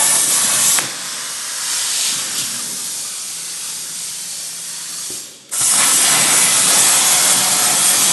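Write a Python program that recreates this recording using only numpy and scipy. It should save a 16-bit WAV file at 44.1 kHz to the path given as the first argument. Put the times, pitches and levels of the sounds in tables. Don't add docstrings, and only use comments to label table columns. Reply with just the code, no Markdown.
import sys
import numpy as np
from scipy import signal
from scipy.fft import rfft, irfft, next_fast_len
from scipy.io import wavfile
from scipy.ndimage import uniform_filter1d, map_coordinates

SR = 44100
rng = np.random.default_rng(int(sys.argv[2]) if len(sys.argv) > 2 else 0)


def unload_audio(sound):
    columns = np.transpose(np.atleast_2d(sound))
    steps = np.round(np.clip(columns, -1, 1) * 32767)
    wavfile.write(sys.argv[1], SR, steps.astype(np.int16))


N = 358091


def amp(db):
    return 10 ** (np.asarray(db) / 20)


def unit(x):
    return x / np.sqrt(np.mean(x ** 2) + 1e-20)


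def along(points, hz):
    f, v = np.transpose(points)
    return np.interp(np.log(hz + 1), np.log(f + 1), v)


def curves(rows, linger=0):
    s, *cols = np.transpose(rows)
    t = np.arange(N) / SR
    is_open = 1. * ((t >= s[0]) & (t <= s[-1] + linger))
    gate = uniform_filter1d(is_open, size=180) ** .5
    return [np.interp(t, s, c) for c in cols] + [gate]


def wobble(rate):
    knots = rng.standard_normal(int(N * rate / SR) + 4)
    return map_coordinates(knots, [np.arange(N) * rate / SR])


def swell(start, stop, rise, fall):
    t = np.arange(N) / SR
    early, late = np.maximum(start - t, 0), np.maximum(t - stop, 0)
    return amp(-rise * early - fall * late)


def blend(*gains):
    return np.sqrt(sum(g ** 2 for g in gains))


def filtered(x, response):
    m = next_fast_len(N + SR // 2)
    return irfft(rfft(x, m) * response(np.fft.rfftfreq(m, 1 / SR)), m)[..., :N]


def rush(spectrum, patchy_db, modes=(), lift=1, moving=()):
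    hz, t, z = signal.stft(rng.standard_normal(N), SR, nperseg=512)
    field = uniform_filter1d(rng.standard_normal(z.shape), size=6, axis=0)
    field = uniform_filter1d(field, size=12, axis=1)
    z = z * amp(patchy_db * unit(field))
    at = np.minimum((t * SR).astype(int), N - 1)
    for centre, width, db in moving:
        offset = (hz[:, None] - centre[at]) * 2 / width
        z = z * amp(db[at] / (1 + offset ** 2))
    noise = signal.istft(z, SR, nperseg=512)[1][:N]

    def response(f):
        peaks = 1 + sum(lift * amp(db) / (1 + ((f - c) * 2 / w) ** 2) for c, w, db in modes)
        return amp(along(spectrum, f)) * peaks
    return unit(filtered(noise, response))


def arc():
    # time in seconds, jet hiss in dB, plate roar in dB, lift of the high whistle in dB.
    cuts = [
        [(0.0, -18, -25.5, 8), (0.06, -17, -26.5, 7), (0.2, -16, -30, 8), (0.27, -18, -33.5, 2),
         (0.33, -15.5, -28, 1), (0.514, -17.5, -24.5, 3), (0.74, -14.5, -28.5, 1), (0.782, -15.5, -27, 0)],
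        [(5.512, -42, -53, -2), (5.521, -29, -41, 0), (5.535, -23, -34, -1), (5.602, -19, -36.5, -3),
         (5.615, -16.5, -26, 3), (5.649, -16.5, -35.5, 3.5), (5.833, -16.5, -19, 4.5), (5.947, -14.5, -29.5, 3),
         (6.057, -15.5, -20, 3), (6.257, -15.5, -20, 1.5), (6.45, -16.5, -22.5, 5), (6.65, -14.5, -24.5, 3)],
        [(6.667, -16.5, -23, 1), (6.7, -14.5, -24, 2.5), (7.1, -15.5, -23.5, 0.5), (7.53, -16, -25, -1),
         (7.798, -17.5, -25.5, 2.5), (7.9, -15, -25.5, 3), (8.12, -16, -25, 0)],
    ]
    # centre in Hz, width in Hz, peak in dB before lift.
    plates = [
        [(1133, 43, 6.5), (1400, 56, -3), (1774, 82, 2), (2200, 47, 4), (3040, 57, -4), (3750, 40, -6)],
        [(1050, 57, -5), (1303, 64, 3), (2014, 100, 0), (2250, 55, 0), (2520, 64, -5), (2890, 43, 3),
         (3350, 90, -1), (3620, 62, -8)],
        [(710, 85, -5), (1060, 23, -5), (1300, 81, -4), (1790, 54, -8), (2150, 140, -7), (3310, 140, -3)],
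    ]
    sizzle_over_db = [-3.5, -3, -2]
    roar_share = 0.38
    # frequency in Hz, relative dB per Hz.
    jet_colour = [(3240, -27), (5500, -5), (8190, 0), (10200, -1.5), (11500, -2.5), (11900, -13.5),
                  (12300, -15), (16000, -49), (22000, -120)]
    sizzle_colour = [(1350, -15.5), (2300, -5.5), (2720, -3), (3380, 1), (4030, 0), (4930, -0.5),
                     (6300, -4), (8190, -6.5), (13900, -120)]
    roar_colour = [(250, -35), (420, -22), (540, -5), (1030, -2.5), (1140, -5), (1290, -3.5), (2600, -8),
                   (3380, -29), (5720, -120)]
    # centre in Hz, width in Hz.
    kerf_whistles = [(7950, 820), (10050, 970)]
    low_whistle_db, drift_hz, swing_db, whistle_rate = 2, 220, 1.1, 9
    pierce_s, through_s, melt_rise = 5.5, 5.69, 18

    out = np.zeros(N)
    *_, high_db, _ = curves(np.vstack(cuts))
    whistles = []
    for (hz, width), db in zip(kerf_whistles, [low_whistle_db, high_db]):
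        centre = hz + drift_hz * wobble(whistle_rate)
        whistles.append((centre, width, db + swing_db * wobble(whistle_rate)))

    flicker = wobble(14)
    jet = amp(0.25 * flicker + 0.53 * wobble(45)) * rush(jet_colour, patchy_db=1.56, moving=whistles)
    piercing = swell(through_s, N / SR, melt_rise, 0)
    melt = np.where(np.arange(N) / SR < pierce_s, 1, piercing) * amp(0.27 * flicker)
    seethe = amp(0.4 * flicker + 0.64 * wobble(22))

    for rows, plate, over_db in zip(cuts, plates, sizzle_over_db):
        jet_db, roar_db, _, gate = curves(rows, linger=.014)
        sizzle_db = over_db + jet_db + roar_share * (roar_db - jet_db)
        sizzle = amp(sizzle_db) * melt * rush(sizzle_colour, patchy_db=0.77, modes=plate, lift=0.8)
        roar = amp(roar_db) * seethe * rush(roar_colour, patchy_db=1.1, modes=plate, lift=1.0)
        out += gate * (amp(jet_db) * jet + sizzle + roar)
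    return out


def air():
    # time in seconds, nozzle hiss in dB, wash on the slats in dB, hollow rush in dB.
    air_flow = [(0.8, -33, -28.5, -37), (1.21, -29, -30, -32.5), (1.46, -28, -33.5, -33),
                (2.28, -29, -41, -33.5), (2.52, -26, -35, -39.5), (3.0, -25.5, -35, -45),
                (3.1, -27.5, -33, -44), (4.6, -28, -34.5, -46), (4.8, -29, -34.5, -41),
                (5.17, -27.5, -34, -47), (5.516, -30, -35.5, -49)]
    # start in seconds, stop in seconds, rise in dB/s, fall in dB/s, hiss in dB, wash in dB.
    sweeps = [(1.72, 1.899, 32, 16, -24, -27.5), (1.997, 2.08, 29, 50, -23.5, -21.5),
              (2.388, 2.398, 160, 95, -24, -23)]
    # centre in Hz, width in Hz, peak in dB before lift.
    slats = [(3680, 72, 7), (4510, 130, 13), (6630, 31, 0), (8950, 1000, 0)]
    # frequency in Hz, relative dB per Hz.
    nozzle_colour = [(3240, -19.5), (5500, -6), (5960, -6), (6440, -6), (7730, -7), (8550, -3.5),
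                     (9310, -6.5), (11600, -8.5), (12300, -27), (16000, -43), (22000, -120)]
    wash_colour = [(1350, -33), (2300, -7.5), (2670, -7.5), (3380, -2.5), (4100, -5), (4500, -6),
                   (4870, -3.5), (6300, -6), (8190, -5), (13900, -120)]
    hollow_colour = [(290, -32), (500, -9), (816, -9.5), (930, -5.5), (1180, -2.5), (1450, -2.5),
                     (1570, -0.5), (1990, -5), (2600, -12), (3380, -15.5), (5720, -120)]
    echo_levels = [-22, -25, -34]
    bleed_rates = [78, 35, 30]
    arc_off_s, echo_fall, valve_s = 0.79, 90, 5.163

    *flow_db, gate = curves(air_flow)
    echo = swell(0, arc_off_s, 0, echo_fall)
    gains = []
    for db, echo_db, bleed in zip(flow_db, echo_levels, bleed_rates):
        with_echo = blend(amp(db), amp(echo_db) * echo)
        gains.append(with_echo * swell(0, valve_s, 0, bleed))
    hiss, wash, hollow = gains
    hiss = blend(hiss, *[amp(db) * swell(*shape) for *shape, db, _ in sweeps])
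    wash = blend(wash, *[amp(db) * swell(*shape) for *shape, _, db in sweeps])

    flutter = wobble(9.2)
    hiss = hiss * amp(0.45 * flutter) * rush(nozzle_colour, patchy_db=0.5, modes=slats, lift=0.18)
    wash = wash * amp(0.63 * flutter) * rush(wash_colour, patchy_db=0.66, modes=slats, lift=0.23)
    hollow = hollow * amp(0.84 * wobble(12)) * rush(hollow_colour, patchy_db=1.0)
    return gate * (hiss + wash + hollow)


def pops():
    # start in seconds, level in dB, start pitch in Hz, end pitch in Hz, t60 in seconds.
    pop_events = [(0.7871, -3.5, 2610, 450, 0.02), (5.535, -25, 2000, 800, 0.011),
                  (5.739, -11, 1800, 497, 0.013)]
    out, t = np.zeros(N + SR), np.arange(SR // 4) / SR
    for s, db, start_hz, end_hz, t60 in pop_events:
        hz = end_hz + (start_hz - end_hz) * np.exp(-t / 0.00188)
        phase = 2 * np.pi * np.cumsum(hz) / SR
        out[round(s * SR):][:len(t)] += amp(db - 60 * t / t60) * -np.sin(phase)
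    return out[:N]


def knocks():
    # start in seconds, level in dB before a 10 dB cut, depth in dB per octave below 300 Hz.
    knock_events = [(5.104, -24, -6), (5.612, -27, 7)]
    # frequency in Hz, level in dB before depth and chance, t60 in seconds.
    carriage = [(131, 1, .12), (240, -11, .08), (316, 0, 0.12), (368, 5, 0.089), (520, -16, .05),
                (790, -16, 0.046)]
    out, t = np.zeros(N + SR), np.arange(SR // 4) / SR
    for s, db, depth_db in knock_events:
        ring = np.zeros(len(t))
        for hz, level, t60 in carriage:
            mode_db = level + depth_db * np.log2(300 / hz) + rng.normal(0, 2.3)
            ring += amp(mode_db - 60 * t / t60) * np.sin(2 * np.pi * hz * t)
        out[round(s * SR):][:len(t)] += amp(db - 10) * ring
    return out[:N]


def chirps():
    # start in seconds, level in dB, start pitch in Hz, end pitch in Hz, length in seconds.
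    chirp_events = [(2.53, -32.5, 1750, 1490, 0.047), (2.583, -34, 1336, 1050, 0.037),
                    (2.78, -39, 1240, 1184, 0.034), (3.042, -37, 1275, 1151, 0.028),
                    (4.92, -39, 1220, 1170, .03), (4.975, -39, 1240, 1180, .025)]
    out = np.zeros(N)
    for s, db, start_hz, end_hz, length in chirp_events:
        n = round(length * SR)
        phase = 2 * np.pi * np.cumsum(np.linspace(start_hz, end_hz, n)) / SR
        out[round(s * SR):][:n] += amp(db) * np.hanning(n) * np.sin(phase)
    return out


def ticks():
    # time in seconds, level in dB.
    tick_events = [(5.495, -35)]
    # frequency in Hz, relative dB per Hz.
    tick_colour = [(500, -30), (1200, -3), (4000, 0), (11000, -3)]
    rise, fall = 2500, 1800
    noise = unit(filtered(rng.standard_normal(N), lambda hz: amp(along(tick_colour, hz))))
    return noise * sum(swell(s, s, rise, fall) * amp(db) for s, db in tick_events)


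def machine():
    # start in seconds, stop in seconds, rise in dB/s, fall in dB/s, frame in dB, sheet in dB.
    shakes = [(0, .78, 50, 31, -39, -39.5), (0.792, 0.804, 3000, 102, -34, -34.5),
              (2.1, 2.82, 200, 36, -43.5, -46), (5.105, 5.12, 900, 80, -47, -45),
              (5.85, 8.12, 45, 50, -37, -35)]
    idle_db = [-55.5, -56]
    # frequency in Hz, relative dB per Hz.
    frame_colour = [(13, -61), (22, -43), (86, -19), (108, -9), (134, 2), (161, -4), (193, 2.5),
                    (221, -3.5), (270, -3.5), (350, -25), (590, -120)]
    sheet_colour = [(140, -45), (230, -10.5), (258, -0.5), (334, 0), (461, -4.5), (560, 0.5), (730, -30),
                    (1230, -120)]
    # centre in Hz, width in Hz, peak in dB before lift.
    table_modes = [(186, 180, 0.5)]
    # start in seconds, stop in seconds, pitch in Hz, level in dB, drift in Hz, swing in dB.
    hums = [(2.15, 2.85, 240, -46.5, 4, 4.5), (3.43, 5.0, 166.5, -50, .4, 1.5),
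            (7.3, 8.12, 186, -38, .5, 0), (7, 8.12, 731, -34, 2.476, 2)]
    shudder_db, hum_rise, hum_fall = 1.6, 40, 60

    frame = blend(amp(idle_db[0]), *[amp(db) * swell(*shape) for *shape, db, _ in shakes])
    sheet = blend(amp(idle_db[1]), *[amp(db) * swell(*shape) for *shape, _, db in shakes])
    frame = frame * amp(shudder_db * wobble(7))
    sheet = sheet * amp(shudder_db * wobble(7))
    out = frame * rush(frame_colour, patchy_db=2.0, modes=table_modes, lift=0.87)
    out += sheet * rush(sheet_colour, patchy_db=0.9, modes=table_modes, lift=.8)

    for start, stop, hz, db, drift_hz, swing_db in hums:
        phase = 2 * np.pi * np.cumsum(hz + drift_hz * wobble(5)) / SR
        level = amp(db + swing_db * wobble(5))
        out += swell(start, stop, hum_rise, hum_fall) * level * np.sin(phase)
    return out


def workshop():
    # frequency in Hz, relative dB per Hz.
    workshop_colour = [(450, -40), (650, -2), (900, 0), (1400, -8), (2500, -40)]
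    return amp(-62) * rush(workshop_colour, patchy_db=2.0)


def reflections(x, comb_db):
    z = signal.stft(x, nperseg=2048)[2]
    field = uniform_filter1d(rng.standard_normal(z.shape), size=3, axis=0)
    field = unit(uniform_filter1d(field, size=16, axis=1))
    gain = amp(comb_db * field)
    return signal.istft(z * gain / np.sqrt(np.mean(gain ** 2)), nperseg=2048)[1][:N]


def shop(x):
    # frequency in Hz, t60 in seconds.
    shop_decay = [(200, 0.82), (2000, 1), (10000, 0.27)]
    hz, t, z = signal.stft(rng.standard_normal(SR), SR, nperseg=256)
    decay = amp(-60 * t / along(shop_decay, hz)[:, None])
    tail = signal.istft(z * decay, SR, nperseg=256)[1]
    delayed = np.pad(x, (400, 0))
    return signal.fftconvolve(delayed, tail / np.linalg.norm(tail))[:N]


def scene():
    blows = pops() + knocks() + chirps() + ticks()
    noise = reflections(arc(), comb_db=2.0) + reflections(air(), comb_db=2.0)
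    mix = noise + machine() + workshop() + blows + amp(-7.5) * shop(blows)
    return np.tile(mix, (2, 1))


def record(dry):
    # frequency in Hz, gain in dB.
    microphone = [(20, -16), (60, -8.5), (110, -1), (11500, 1), (11900, 1), (12400, -9)]
    top_hz = 12440
    held = dry / (1 + np.abs(dry / .95) ** 8) ** (1 / 8)
    return filtered(held, lambda hz: amp(along(microphone, hz)) * (hz < top_hz))


dry = scene()
out = record(dry)
unload_audio(out)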